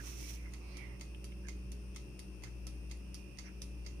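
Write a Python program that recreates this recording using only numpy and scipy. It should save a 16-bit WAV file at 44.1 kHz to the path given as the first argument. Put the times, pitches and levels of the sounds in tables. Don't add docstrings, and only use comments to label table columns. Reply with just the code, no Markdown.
import sys
import numpy as np
from scipy import signal
from scipy.fft import rfft, irfft
from scipy.io import wavfile

SR = 44100
rng = np.random.default_rng(int(sys.argv[2]) if len(sys.argv) > 2 else 0)


def wav_out(sig):
    wavfile.write(sys.argv[1], SR, np.round(np.clip(np.atleast_2d(sig).T, -1, 1) * 32767).astype(np.int16))


N = 176400
T = np.arange(N) / SR
HZ = np.arange(N // 2 + 1) * SR / N
BEAT_T = T[:N // 10]
SIDES = np.array([[1], [-1]])


def undb(db):
    return 10 ** (np.asarray(db) / 20)


def unit(x):
    return x / np.sqrt(np.mean(x ** 2))


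def pan(pan_db):
    return undb(SIDES * pan_db / 2)


def spectrum(table, column=1):
    rows = np.array(table, float)
    return np.interp(np.log(HZ + 1), np.log(rows[:, 0]), rows[:, column])


def curve(table, column=1):
    rows = np.array(table, float)
    return np.interp(T, rows[:, 0], rows[:, column])


def colour(x, gain_db):
    cepstrum = irfft(np.log(undb(gain_db)), N)
    cepstrum[..., 1:N // 2] *= 2
    cepstrum[..., N // 2 + 1:] = 0
    impulse = np.atleast_2d(irfft(np.exp(rfft(cepstrum)), N))
    return signal.fftconvolve(x, impulse[:, :N // 40], axes=-1)[:, :N]


def lift(x, band_filter, gain_db):
    return x + (undb(gain_db) - 1) * signal.lfilter(*band_filter, x)


def noise_band(centre_hz, width_hz):
    rolloff = np.sqrt(1 + ((HZ - centre_hz) / (width_hz / 2)) ** 4)
    return unit(irfft(rfft(rng.standard_normal((2, N))) / rolloff, N))


def walk(rate_hz):
    return unit(irfft(rfft(rng.standard_normal(N)) / (1 + (HZ / rate_hz) ** 4), N))


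def decay(start_s, t60_s):
    return (T >= start_s) * np.exp(-np.log(1000) * np.abs(T - start_s) / t60_s)


def tone(pitch_hz, waver, rate_hz):
    phasor = np.sqrt(2 * (1 - waver ** 2)) + waver * (walk(rate_hz) + 1j * walk(rate_hz))
    return unit(np.real(phasor * np.exp(2j * np.pi * (pitch_hz * T + rng.random()))))


def add(out, x, start_s):
    i = int(start_s * SR)
    out[:, i:i + x.shape[1]] += x[:, :N - i]


def air():
    # freq_hz, level_db
    noise_floor = [(20, -53), (50, -31), (90, -38.5), (170, -41.5), (240, -44), (300, -37), (400, -46.5),
                   (560, -50.5), (700, -56.5), (1000, -57), (1600, -62), (2200, -62), (2650, -55),
                   (3200, -64), (4000, -72), (5200, -62.5), (6500, -71), (7800, -74.5), (9500, -71),
                   (12600, -75), (15000, -74)]
    alike_below_hz = 352
    mid, side = rfft(rng.standard_normal((2, N)))
    coherence = 1 / (1 + (HZ / alike_below_hz) ** 2)
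    stereo = mid * np.sqrt((1 + coherence) / 2) + SIDES * side * np.sqrt((1 - coherence) / 2)
    return irfft(stereo * undb(spectrum(noise_floor)), N)


def motor():
    # time_s, level_db, pan_db
    hum_path = [(0.05, -47, -2.5), (0.44, -44, -0.5), (0.71, -49, -2.0), (1.7, -44, 0.5), (2.28, -53, 3.5),
                (2.31, -50, 6), (2.86, -44.5, 3), (3.04, -46, 1.5), (3.37, -53.5, 4), (3.76, -45.5, 2.5),
                (3.86, -44.5, 3.0), (3.95, -45.5, 0.5)]
    weak_tones = {120: (-63, -10.5, 0.51), 131: (-66, -2.7, .8), 143: (-72, 5.3, 0.99), 190: (-59, 0, 0.38),
                  215: (-73.5, 12, 0.43), 294: (-72.5, 0, 0.82), 312: (-71, 10.7, 0.73),
                  360: (-68, 1, 0.41), 408: (-71.5, -8.5, 0.46), 571: (-77.5, 10.6, 0.46)}
    # time_s, gain_db
    tones_path = [(0, -0.5), (.45, -3.5), (.7, 0.5), (1.4, 2), (2, 0.5), (2.6, -1.5), (3.3, -1.5), (4, 0)]
    buzz_harmonics = {41: -82, 42: -75.5, 43: -77, 44: -89, 45: -76.5, 46: -76, 47: -75, 48: -87, 49: -84,
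                      152: -86.5, 153: -92.5}
    # time_s, gain_db, pan_db
    buzz_path = [(0, 0.5, -5), (.5, 1, 1), (.8, 1.5, -8), (1.2, 0.5, -3.5), (1.8, -2.5, 4.5),
                 (2.4, -0.5, 8), (2.8, 0.5, 2), (3.2, 1, -11.5), (3.5, 1.5, -3.5), (4, -1, -5)]
    shaft_hz, left_lag_s = 58.19, .0003
    hum = np.sqrt(2) * np.sin(2 * np.pi * shaft_hz * np.array([T - left_lag_s, T]))
    hum *= undb(curve(hum_path)) * pan(curve(hum_path, column=2))
    tones = sum(undb(level_db) * pan(pan_db) * tone(pitch_hz, waver, rate_hz=5.05)
                for pitch_hz, (level_db, pan_db, waver) in weak_tones.items())
    tones *= undb(curve(tones_path))
    buzz = np.zeros((2, N))
    for harmonic, level_db in buzz_harmonics.items():
        for channel in buzz:
            channel += undb(level_db) * tone(harmonic * shaft_hz, waver=.64, rate_hz=3.1)
    buzz *= undb(curve(buzz_path)) * pan(curve(buzz_path, column=2))
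    return hum + tones + buzz


def hand():
    # time_s, gain_db
    rustle_path = [(0, -6.5), (.055, 0.5), (.07, 5), (.13, -0.5), (.17, -2), (.22, 1.5), (.28, 0.5),
                   (.30, 5.5), (.32, 0), (.355, -0.5), (.39, -13), (.5, -19), (.62, -21), (.72, -19),
                   (.8, -21), (.88, -24), (1, -59), (4, -72)]
    # freq_hz, level_db, pan_db
    rustle_colour = [(400, -56, -3), (1100, -58.5, 4), (1700, -57.5, -8), (2220, -49.5, -7.5),
                     (3530, -56, -9.5), (5140, -54.5, -4), (6160, -51, -9), (8200, -58.5, -5.5),
                     (10000, -59, 1.5), (15000, -58, -7)]
    # middle_s, length_s, centre_hz, width_hz, level_db, pan_db
    rubs = [(.005, 0.018, 1650, 400, -55.5, -9.5), (0.075, 0.12, 1300, 500, -66, -8.5),
            (0.196, 0.08, 332, 70, -58, 5), (0.25, 0.064, 2250, 130, -63.5, -9),
            (0.402, 0.066, 2300, 500, -64.5, -9.5), (0.47, 0.04, 2100, 170, -59.5, -8),
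            (.46, 0.048, 1660, 710, -66, -1), (.70, 0.14, 2400, 400, -67, -10),
            (0.734, 0.14, 4500, 1100, -67.5, -5), (0.744, 0.45, 950, 600, -67, 1),
            (.805, 0.059, 2280, 220, -59, -14), (0.857, 0.14, 2040, 240, -61.5, -12.5),
            (.81, 0.13, 2660, 1190, -67.5, -11), (1.462, 0.026, 1630, 200, -63, -14),
            (2.465, 0.036, 1700, 1300, -62, -4), (3.475, 0.046, 1980, 900, -60, -8),
            (3.465, 0.032, 5450, 1510, -66.5, -3)]
    # start_s, centre_hz, width_hz, level_db, t60_s
    clicks = [(1.1468, 2820, 597, -51.5, 0.034), (1.320, 2580, 1000, -54.5, 0.046),
              (2.973, 10000, 1800, -60, 0.013)]
    noise = rng.standard_normal((2, N))
    grain_db = walk(rate_hz=250)
    grains = noise * undb(curve(rustle_path) + grain_db)
    out = colour(grains, spectrum(rustle_colour) + SIDES / 2 * spectrum(rustle_colour, column=2))
    for middle_s, length_s, centre_hz, width_hz, level_db, pan_db in rubs:
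        swell = np.exp(-2 * ((T - middle_s) / length_s) ** 2)
        out += noise_band(centre_hz, width_hz) * undb(level_db) * pan(pan_db) * swell
    for start_s, centre_hz, width_hz, level_db, t60_s in clicks:
        out += noise_band(centre_hz, width_hz) * undb(level_db) * pan(-.5) * decay(start_s, t60_s)
    return out


def housing_ring():
    # pitch_hz, level_db, t60_s, pan_db
    modes = [(1291, -66, 0.16, -3.5), (3200, -68, 0.26, -2), (3870, -77, 0.3, -8), (4650, -65, 0.14, -9),
             (5150, -65.5, 0.1, -12.5), (5550, -71, 0.18, 9), (6060, -69, 0.11, -3), (6430, -65.5, 0.11, 3),
             (9940, -70.5, 0.051, 15)]
    scatter_db, detune = 3.5, .0081
    out = np.zeros((2, len(BEAT_T)))
    draws = rng.standard_normal((len(modes), 3, 1))
    for (pitch_hz, level_db, t60_s, pan_db), draw in zip(modes, draws):
        gain = undb(level_db + scatter_db * draw[:2]) * pan(pan_db)
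        cycles = pitch_hz * (1 + detune * draw[2]) * BEAT_T + rng.random((2, 1))
        out += gain * np.exp(-np.log(1000) * BEAT_T / t60_s) * np.sin(2 * np.pi * cycles)
    return out


def panel_ring():
    pitch_hz, level_db = 2081, -62.5
    ring = np.sin(2 * np.pi * pitch_hz * T) * decay(0, t60_s=.17)
    return undb(level_db) * pan(-14) * ring[:len(BEAT_T)]


def strike_envelopes():
    rise_s, crack_s, rebound_s, rebound_db = .0003, .003, .0092, -9.5
    body_db, room_db = -6.5, -14
    crack = (1 - np.exp(-BEAT_T / rise_s)) * np.exp(-(BEAT_T / crack_s) ** 4 / 2)
    crack += undb(rebound_db) * np.exp(-((BEAT_T - rebound_s) / crack_s) ** 2)
    body = undb(body_db) * decay(0, t60_s=.24)
    room = undb(room_db) * decay(0, t60_s=.41)
    tail = np.hypot(body, room)[:len(BEAT_T)]
    norm = np.sqrt(np.sum(crack ** 2 + tail ** 2))
    return crack / norm, tail / norm


def timer():
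    # start_s, level_db, presence_db, pan_db
    beats = [(0.5359, -2, -5, -3), (.7690, -4.5, -3, -4), (1.01, 0.5, 1, 0), (1.2427, -3.5, -1.5, -3),
             (1.4844, 1.5, 0, -2.5), (1.7176, -4.5, -5, -5), (1.9606, 0.5, 3.5, 3.5), (2.192, -4, 3, 1),
             (2.4358, 0, 2, -2.5), (2.6680, -1.5, 2, -1), (2.9120, -0.5, 0.5, -0.5),
             (3.1435, -2.5, 4.5, -2.5), (3.386, 0, 4, -1.5), (3.6183, 0, 3, -1.5), (3.8630, -3, 6.5, -3)]
    # freq_hz, tick_db, tock_db, pan_db
    housing_colour = [(400, -36, -26, -25), (900, -23.5, -31, -6), (1300, -23.5, -25, 6),
                      (1540, -30.5, -32, -6), (2100, -20, -25, -18.5), (2720, -25.5, -27.5, -6),
                      (3260, -21.5, -20.5, 3), (4240, -23, -22.5, 8), (4460, -20.5, -23, -13.5),
                      (5470, -29, -22.5, 4), (6410, -23.5, -27, -17.5), (7670, -27.5, -26, -3),
                      (8200, -37.5, -33.5, 22.5), (8920, -29, -27.5, 1), (9700, -34.5, -24.5, 6),
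                      (10600, -33.5, -21, 7.5), (13000, -37, -32, 4), (14800, -33, -32, -1)]
    unlock_lead_s, unlock_db = .014, -12.5
    fresh_share = .77
    presence = signal.butter(1, (4700, 6000), "band", fs=SR)
    treble = signal.butter(1, 10000, "high", fs=SR)
    balance_db = SIDES / 2 * spectrum(housing_colour, column=3)
    crack, tail = strike_envelopes()
    out = np.zeros((2, N))
    for pallet in (0, 1):
        strikes = np.zeros((2, N))
        repeated = np.sqrt(1 - fresh_share) * rng.standard_normal((2, len(BEAT_T)))
        for start_s, level_db, presence_db, pan_db in beats[pallet::2]:
            gain = undb(level_db) * pan(pan_db)
            noise = repeated + np.sqrt(fresh_share) * rng.standard_normal(repeated.shape)
            dull_noise = lift(noise, treble, gain_db=-4)
            strike = lift(gain * (crack * noise + tail * dull_noise), presence, presence_db)
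            add(strikes, strike, start_s)
            add(out, lift(gain * housing_ring(), presence, presence_db), start_s)
            if pallet == 0:
                unlock = undb(unlock_db) * lift(strike, treble, gain_db=-5)
                add(strikes, unlock, start_s - unlock_lead_s)
                add(out, gain * panel_ring(), start_s)
        out += colour(strikes, spectrum(housing_colour, column=1 + pallet) + balance_db)
    return out


def scene():
    return timer() + motor() + air() + hand()


def record(dry):
    # centre_hz, width_hz, peak_db
    ports = [(9360, 950, 11.5), (5660, 500, 10)]
    cutoff_hz = 15400
    power_gain = [1 + (undb(peak_db) ** 2 - 1) / (1 + ((HZ - centre_hz) / (width_hz / 2)) ** 2)
                  for centre_hz, width_hz, peak_db in ports]
    lowpass = signal.ellip(10, .2, 70, cutoff_hz, fs=SR, output="sos")
    return signal.sosfilt(lowpass, colour(dry, 10 * np.log10(power_gain)))


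dry = scene()
out = record(dry)
wav_out(out)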